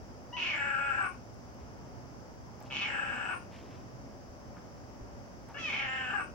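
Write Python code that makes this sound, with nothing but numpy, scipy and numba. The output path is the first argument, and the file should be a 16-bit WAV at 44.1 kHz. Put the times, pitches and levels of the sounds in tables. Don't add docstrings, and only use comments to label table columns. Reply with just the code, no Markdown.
import sys
import numpy as np
from scipy import signal
from scipy.fft import rfft, irfft, next_fast_len
from scipy.io import wavfile
from scipy.ndimage import uniform_filter1d
from numba import njit

SR = 44100
rng = np.random.default_rng(int(sys.argv[2]) if len(sys.argv) > 2 else 0)


def put_to_file(sound):
    columns = np.atleast_2d(sound).T
    safe = np.clip(columns, -1, 1)
    whole_steps = np.round(safe * 32767)
    wavfile.write(sys.argv[1], SR, whole_steps.astype(np.int16))


N = 279622
T = np.arange(N) / SR

# (frequency [Hz], density [dB])
FAN_AIR = [(12, -50), (20, -29.5), (52, -1), (92, -1.5), (124, -2), (151, -7), (260, -3.5), (302, -9),
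           (330, -8.5), (360, -10), (721, -11), (936, -14.5), (1270, -19), (3090, -32.5), (3600, -45.5),
           (4680, -63.5), (7920, -120)]
# (frequency [Hz], density [dB])
HISS = [(2000, -30.5), (3400, -15), (4190, -15.5), (4880, -3.5), (5720, -3), (6630, -8.5), (7530, -16),
        (8430, -20.5), (9240, -25.5), (11500, -19), (15000, -75), (22000, -120)]
# (frequency [Hz], density [dB])
SHEEN = [(6000, -23.5), (9500, -10.5), (11000, -13.5), (15700, 10.5)]
# (frequency [Hz], rms level [dB])
MOTOR_TONES = [(62.5, -73.5), (124.5, -63.5), (253, -67), (576, -66)]
# (frequency [Hz], correlation [-1 to 1])
LIKENESS = [(60, -0.37), (130, 0.36), (290, 0.61), (640, 0.46), (1400, 0.13), (3100, 0.5), (6800, -0.2),
            (15000, -0.46)]
# (frequency [Hz], difference [dB])
FAN_SIDE = [(60, 5), (110, -6), (200, -2.5), (380, -2.5), (700, 3), (1290, 3), (2380, -2.5), (4400, 4),
            (8120, -0.5), (15000, -0.5)]
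# (time [s], pitch [Hz], level [dB])
SQUEAK = [(.324, 955, -64), (.331, 953, -40.5), (.345, 1004, -42), (.358, 999, -45), (.372, 977, -38.5),
          (.39, 948, -44), (.42, 930, -53)]
SQUEAK_PARTIALS_DB = [2, -4, 1, -24, -21, -19]
# (start [s], whistle onset [s], upward break [s], end [s], pitch at the break [Hz],
# upper resonance at a narrow gape [Hz], its level against the effort in MOUTHS [dB],
# its change at the break [dB], chest level [dB], whistle at a narrow gape [Hz], whistle level [dB])
MEOWS = [ (0.365, 0.516, 0.99, 1.068, 409, 2565, -7, -1.5, -57, 7720, -62.5),
         (2.699, 2.837, 3.298, 3.346, 386.5, 2680, -3.5, 1, -51.5, 7770, -61.5),
         (5.542, 5.85, 6.128, 6.215, 424, 2750, -3.5, -6.5, -53.5, 7527, -64.5), ]
# (time [s], pitch [Hz], roughness [0 to 1])
FOLDS = [
    [(.37, 324.8, .6), (.40, 350, .5), (.42, 366.5, 0.16), (.455, 347.7, 0.61), (.51, 317, .5),
     (.55, 298.3, 0.67), (.59, 284.2, 0.23), (.71, 275.1, 0.42), (.775, 274.9, 0.44), (.80, 280, 0.16),
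     (.885, 277.5, .16), (.945, 263.9, .5), (.99, 271, 0.57)],
    [(2.70, 135.1, 0.61), (2.75, 138, .45), (2.79, 165, .6), (2.812, 199.1, .15), (2.84, 197.6, 0.19),
     (2.87, 238.4, .85), (3.02, 274.8, .55), (3.15, 248.2, .56), (3.21, 271.5, .58), (3.27, 253.9, 0.72)],
    [(5.545, 553.3, .2), (5.572, 561, .35), (5.588, 684, .36), (5.65, 641, 0.13), (5.688, 599.6, 0.21),
     (5.705, 292.6, 0.66), (5.75, 277, 0.63), (5.81, 273.5, 0.28), (5.858, 270.9, 0.41), (5.88, 262.7, .2),
     (6.01, 260.9, 0.25), (6.11, 251, 0.37)],
]
# (time [s], mouth resonance before the lips shut [Hz], effort [dB])
MOUTHS = [
    [(.37, 2780, -39), (.43, 2650, -32.5), (.52, 2370, -32), (.56, 2030, -34), (.62, 1726, -35.5),
     (.77, 1470, -38), (.86, 1414, -35), (.95, 1550, -40), (1.005, 1470, -36.5), (1.07, 1420, -37.5)],
    [(2.70, 2600, -41), (2.77, 2630, -33), (2.797, 2600, -36), (2.825, 2570, -30), (2.87, 2200, -37),
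     (2.955, 1640, -40), (3.09, 1610, -42), (3.285, 1570, -43), (3.305, 1500, -39.5), (3.345, 1470, -45)],
    [(5.545, 1350, -50), (5.565, 1500, -45), (5.595, 2540, -39.5), (5.615, 2560, -41.5), (5.65, 2480, -34),
     (5.79, 2340, -33.5), (5.88, 1860, -38.5), (6.01, 1790, -38.5), (6.09, 1560, -41), (6.16, 1600, -38),
     (6.21, 1450, -37.5)],
]
# (frequency [Hz], gain [dB])
CAT_COLOUR = [(250, 0), (400, -2), (560, 4.5), (830, -1), (1100, 5), (1195, 5), (1270, 1.5), (1410, 7.5),
              (1640, 8), (1850, 1), (2020, -1.5), (2250, 3), (2950, 0), (3350, -4), (4300, -3), (8000, -8)]
# (frequency [Hz], difference [dB])
CAT_SIDE = [(300, 2.5), (600, 5.5), (850, 7), (1200, 12.5), (1600, 3.5), (2000, -3.5), (2300, -0.5),
            (2700, -0.5), (5000, 4.5), (9000, -1)]
# (left delay [ms], right delay [ms], level [dB])
ECHOES = [(0.5, 0.17, -10), (0.73, 0.34, -8.5), (1.13, 0.897, -14), (1.22, 0.81, -25), (1.36, 1.49, -11.5),
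          (1.76, 2.12, -23.5), (2.17, 2.26, -11.5), (2.35, 2.71, -8.5), (3.61, 2.4, -15),
          (4.82, 5.8, -18.5), (5.0, 4, -9.5), (5.95, 5.86, -13.5), (6.13, 9.1, -19), (8.6, 8.96, -13.5)]
# (time [s], peak level [dB], centre [Hz])
CLICKS = [(1.343, -61, 11000), (1.545, -58, 11500), (2.604, -53, 14500), (2.626, -49, 7800),
          (2.634, -57, 8300), (5.488, -54, 8700)]
# (time [s], attack [s], decay [s], level [dB], centre [Hz], width [Hz])
STIRS = [(1.58, 0.027, .04, -67, 2400, 2200), (1.60, .04, .05, -49.5, 56.6, 40),
         (2.595, .02, 0.092, -50.5, 650, 704), (2.645, .015, .03, -62, 2000, 2200),
         (3.495, 0.046, .12, -57.5, 2200, 2400), (3.68, 0.048, 0.061, -66.5, 2500, 2600),
         (4.28, .015, 0.022, -53, 40, 30), (4.561, .006, 0.03, -53.5, 1260, 750),
         (5.009, .005, .025, -43, 52, 40), (5.481, .006, .06, -50.5, 900, 750)]

FAN_DB, HISS_DB, SHEEN_DB = -50.5, -68, -78
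FAN_LEAD_MS = 0.23
NARROW_HZ, WIDE_HZ = 1530, 2470
SHUT_S, SHUT_SAG, MOUTH_WIDTH, SHUT_BROADENING, GAPE_BROADENING = 0.11, 0.16, 0.34, 0.14, 0.083
BREAK_S, BREAK_FALL_HZ_PER_S, BREAK_ROUGH, BREAK_PUSH_DB = .015, 600, .42, 6.5
WAVER, WAVERS_PER_S, FLUTTER_DB, FLUTTERS_PER_S = .012, 70, 3, 130
ATTACK_S, RELEASE_S, UPPER_RELEASE_S, UPPER_LINGER_SHARE = 0.0025, 0.007, 0.043, .5
THROAT_HZ, THROAT_WIDTH_HZ, THROAT_DB = 773, 765, -47.5
THROAT_START_DB, THROAT_SWELL_S, THROAT_GAPE_DB, THROAT_BREAK_HZ = -3.5, 0.19, -1.5, 220
UPPER_WIDTH_HZ, UPPER_GAPE_HZ, UPPER_GAPE_DB, UPPER_SHUT_SAG = 754, 300, -1.5, 0.035
RASP_NARROW_DB, RASP_WIDE_DB, RASP_SWELL_S = -67, -49, .04
NOTCH_HZ, NOTCH_WIDTH_HZ, NOTCH_DEPTH = 1096, 143, 0.63
WHISTLE_GAPE_HZ, WHISTLE_CLIMB_S, WHISTLE_CLIMB_HZ, WHISTLE_SWELL_DB = 900, .10, 980, 2
WHISTLE_ATTACK_S, WHISTLE_OVERHANG_S, WHISTLE_RELEASE_S = 0.044, 0.027, 0.015
WHISTLE_WIDTH_HZ, SKIRT_OPEN_DB, SKIRT_SHUT_DB = 340, -6.5, 0.5
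VOICE_LAG_MS, WHISTLE_LAG_MS = .045, .023
VOICE_ROOM_DB, WHISTLE_ROOM_DB, ROOM_T60_S = -1, -3.5, 0.22
RUSTLE_GRAIN_DB, RUSTLE_GRAINS_PER_S = 1.7, 220
TOP_HZ = 15800


def undb(db):
    return 10 ** (np.asarray(db) / 20)


def curves(rows):
    s, *columns = np.transpose(rows)
    return [np.interp(T, s, column) for column in columns]


def envelope(start, end, attack_s, release_s):
    return np.clip((T - start) / attack_s, 0, 1) * np.exp(-np.maximum(T - end, 0) / release_s)


def ramp(end, length_s):
    return np.clip((T - end) / length_s + 1, 0, 1)


def during(rows, fade_s):
    return np.clip(np.minimum(T - rows[0][0], rows[-1][0] - T) / fade_s, 0, 1)


def across(points, size=N):
    hz, value = np.transpose(points)
    bin_hz = np.arange(size // 2 + 1) * SR / size
    return np.interp(np.log(bin_hz + 1), np.log(hz), value)


def colour(x, points, share=1):
    size = next_fast_len(N, True)
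    return irfft(rfft(x, size) * undb(share * across(points, size)), size)[..., :N]


def unit(x):
    return x / np.sqrt(np.mean(x ** 2))


def even(x, span_s=0.043):
    power = uniform_filter1d(x ** 2, int(span_s * SR))
    return x / np.sqrt(np.abs(power) + 1e-12)


def walk(rate):
    k = int(SR / rate)
    steps = np.repeat(rng.standard_normal(N // k + 1), k)
    return 1.3 * uniform_filter1d(uniform_filter1d(steps, k), k)[:N]


@njit
def svf(x, hz, width):
    y, band, low = np.empty(len(x)), 0., 0.
    for i in range(len(x)):
        g, k = np.tan(np.pi * hz[i] / SR), width[i] / hz[i]
        v = (band + g * (x[i] - low)) / (1 + g * (g + k))
        band, low, y[i] = 2 * v - band, low + 2 * g * v, k * v
    return y


def ring(x, hz, width_hz, order=1):
    ones = np.ones(len(x))
    for _ in range(order):
        x = svf(x, np.minimum(hz, .45 * SR) * ones, width_hz * ones)
    return x


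def noise_pair(spectrum):
    size = next_fast_len(N, True)
    alike = np.clip(across(LIKENESS, size), -.95, .95)
    mid, side = rfft(rng.standard_normal((2, size))) * np.sqrt([1 + alike, 1 - alike])
    ports = irfft(np.array([mid + side, mid - side]), size)[:, :N]
    ports = colour(ports, spectrum)
    return ports / np.std(ports.mean(axis=0))


def motor_hum():
    hum = np.zeros(N)
    for hz, db in MOTOR_TONES:
        phase = 2 * np.pi * np.cumsum(hz + 3 * walk(9)) / SR
        hum += undb(db) * np.sqrt(2) * np.sin(phase) * (1 + 0.37 * walk(7.9))
    return hum


def room_noise():
    air = noise_pair(FAN_AIR) * undb(FAN_DB + 0.67 * walk(5.99))
    air = np.array([air[0], np.roll(air[1], round(FAN_LEAD_MS * SR / 1000))])
    hiss = noise_pair(HISS) * undb(HISS_DB)
    sheen = undb(SHEEN_DB) * colour(rng.standard_normal((2, N)), SHEEN)
    left, right = air + hiss + sheen + motor_hum()
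    return np.array([colour(left, FAN_SIDE, share=.5), colour(right, FAN_SIDE, share=-.5)])


def squeak():
    hz, level_db = curves(SQUEAK)
    phase = 2 * np.pi * np.cumsum(hz * (1 + 0.00081 * walk(200))) / SR
    tone = sum(undb(db) * np.sin(k * phase) for k, db in enumerate(SQUEAK_PARTIALS_DB, 1))
    return tone * undb(level_db) * during(SQUEAK, fade_s=0.0028)


@njit
def fold_pulses(hz, stretch, size, rough, chance):
    pulses, phase, p, k = np.zeros(len(hz) + 1), np.empty(len(hz)), 0., 0
    for i in range(len(hz)):
        step = hz[i] / SR * np.exp(stretch * rough[i] ** 2 * chance[k, 0])
        p += step
        if p >= 1:
            p, k = p - 1, k + 1
            strength = np.exp(size * rough[i] * chance[k, 1])
            pulses[i] += strength * p / step
            pulses[i + 1] += strength * (1 - p / step)
        phase[i] = p
    return pulses[:-1], phase


def larynx(folds, break_s, break_hz, jitter=.16, shimmer=0.22, breath=1.0, puff=0.4):
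    hz, rough = curves(folds)
    broken = ramp(break_s + BREAK_S / 2, BREAK_S)
    falling_hz = np.maximum(break_hz - BREAK_FALL_HZ_PER_S * (T - break_s), break_hz / 2)
    hz = (hz + broken * (falling_hz - hz)) * (1 + WAVER * rough * walk(WAVERS_PER_S))
    rough = np.clip(rough + broken * (BREAK_ROUGH - rough), 0, 1)
    chance = rng.standard_normal((N // 20, 2))
    pulses, phase = fold_pulses(hz, float(jitter), float(shimmer), rough, chance)
    air = unit(np.exp(-phase / puff) * rng.standard_normal(N))
    flutter = undb(FLUTTER_DB * rough * walk(FLUTTERS_PER_S))
    return flutter * (even(pulses) + (.2 + breath * rough) * air), air


def jaw(mouth):
    return np.clip((curves(mouth)[0] - NARROW_HZ) / (WIDE_HZ - NARROW_HZ), 0, 1)


def meow(call, folds, mouth):
    start, _, break_s, end, break_hz, upper_hz, upper_db, upper_break_db, chest_db, _, _ = call
    source, air = larynx(folds, break_s, break_hz)
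    hoarse = source + 0.36 * air
    mouth_hz, level_db = curves(mouth)
    gape, shutting, broken = jaw(mouth), ramp(end, SHUT_S), ramp(break_s, BREAK_S)

    mouth_hz = mouth_hz * (1 - SHUT_SAG * shutting)
    width_hz = (MOUTH_WIDTH + SHUT_BROADENING * shutting + GAPE_BROADENING * gape) * mouth_hz
    vowel = even(ring(source, mouth_hz, width_hz, order=3)) * undb(level_db - 1.5)

    upper_hz = (upper_hz + UPPER_GAPE_HZ * gape) * (1 - UPPER_SHUT_SAG * shutting)
    upper_db = level_db + upper_db + UPPER_GAPE_DB * gape + upper_break_db * broken
    upper = even(ring(hoarse, upper_hz, UPPER_WIDTH_HZ, order=3)) * undb(upper_db)

    throat = even(ring(source, THROAT_HZ + THROAT_BREAK_HZ * broken, THROAT_WIDTH_HZ, order=3))
    swell = ramp(start + THROAT_SWELL_S, THROAT_SWELL_S)
    push_db = BREAK_PUSH_DB * broken + THROAT_START_DB * (1 - swell)
    throat = throat * undb(THROAT_DB + THROAT_GAPE_DB * gape + push_db)
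    chest = even(ring(hoarse, 265, 280, order=2)) * undb(chest_db)

    rasp = even(ring(.55 * source + air, 5600, 3600, order=4))
    rasp = rasp * undb(RASP_NARROW_DB + (RASP_WIDE_DB - RASP_NARROW_DB) * gape)
    rasp = rasp * ramp(start + RASP_SWELL_S, RASP_SWELL_S)

    sounding = envelope(start, end, ATTACK_S, RELEASE_S)
    voice = (vowel + throat + chest + rasp) * sounding
    notch = NOTCH_DEPTH * (1 - broken) * (1 - gape)
    voice = voice - notch * ring(voice, NOTCH_HZ, NOTCH_WIDTH_HZ)
    lingering = UPPER_LINGER_SHARE * envelope(start, end, ATTACK_S, UPPER_RELEASE_S)
    voice = voice + upper * np.maximum(sounding, lingering)
    return colour(voice, CAT_COLOUR)


def teeth(call, mouth):
    _, onset, _, end, *_, narrow_hz, level_db = call
    stop = end + WHISTLE_OVERHANG_S
    closing = ramp(stop, WHISTLE_CLIMB_S)
    hz = narrow_hz - WHISTLE_GAPE_HZ * jaw(mouth) + WHISTLE_CLIMB_HZ * closing
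    whistle = unit(ring(rng.standard_normal(N), hz + 50 * walk(25), WHISTLE_WIDTH_HZ, order=2))
    skirt = unit(ring(rng.standard_normal(N), hz + 450, 2500, order=3))
    skirt = skirt * undb(SKIRT_OPEN_DB + (SKIRT_SHUT_DB - SKIRT_OPEN_DB) * closing)
    gain = undb(level_db + WHISTLE_SWELL_DB * closing)
    return (whistle + skirt) * gain * envelope(onset, stop, WHISTLE_ATTACK_S, WHISTLE_RELEASE_S)


def bedroom(x, lag_ms, room_db):
    t = np.arange(SR // 2) / SR
    out = []
    for port, sign in enumerate((1, -1)):
        decay = np.exp(-np.log(1000) * t / ROOM_T60_S)
        tail = rng.standard_normal(len(t)) * decay * np.clip(t / 0.0036 - 1, 0, 1)
        response = undb(room_db) * tail / np.sqrt(np.sum(tail ** 2))
        response[port * round(lag_ms * SR / 1000)] += 1
        for echo in ECHOES:
            response[round(echo[port] * SR / 1000)] += undb(echo[2])
        ripple = rfft(response)
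        broad_power = uniform_filter1d(uniform_filter1d(np.abs(ripple) ** 2, size=300), size=300)
        response = irfft(ripple / np.sqrt(broad_power))[:len(t) * 3 // 4]
        heard = signal.fftconvolve(x, response)[:N]
        out.append(colour(heard, CAT_SIDE, share=sign / 2))
    return np.array(out)


def clicks(decay_s=0.00083):
    out, t = np.zeros(N), np.arange(1024) / SR
    for s, db, hz in CLICKS:
        snap = ring(rng.standard_normal(len(t)) * np.exp(-t / decay_s), hz, 3500)
        first = int(s * SR)
        out[first:first + len(t)] += undb(db) * snap / np.abs(snap).max()
    return out


def stirs():
    grains = rng.standard_normal(N) * undb(RUSTLE_GRAIN_DB * walk(RUSTLE_GRAINS_PER_S))
    out = np.zeros(N)
    for s, attack, decay, db, hz, width in STIRS:
        burst = even(ring(grains, hz, width, order=2), span_s=0.091)
        out += undb(db) * burst * envelope(s, s + attack, attack, decay)
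    return out


def scene():
    voice = squeak() + sum(meow(*parts) for parts in zip(MEOWS, FOLDS, MOUTHS))
    whistle = sum(teeth(*parts) for parts in zip(MEOWS, MOUTHS))
    cat = bedroom(voice, VOICE_LAG_MS, VOICE_ROOM_DB) + bedroom(whistle, WHISTLE_LAG_MS, WHISTLE_ROOM_DB)
    return room_noise() + cat + clicks() + stirs()


def record(dry):
    return signal.sosfilt(signal.ellip(8, .2, 70, TOP_HZ, fs=SR, output="sos"), dry)


dry = scene()
out = record(dry)
put_to_file(out)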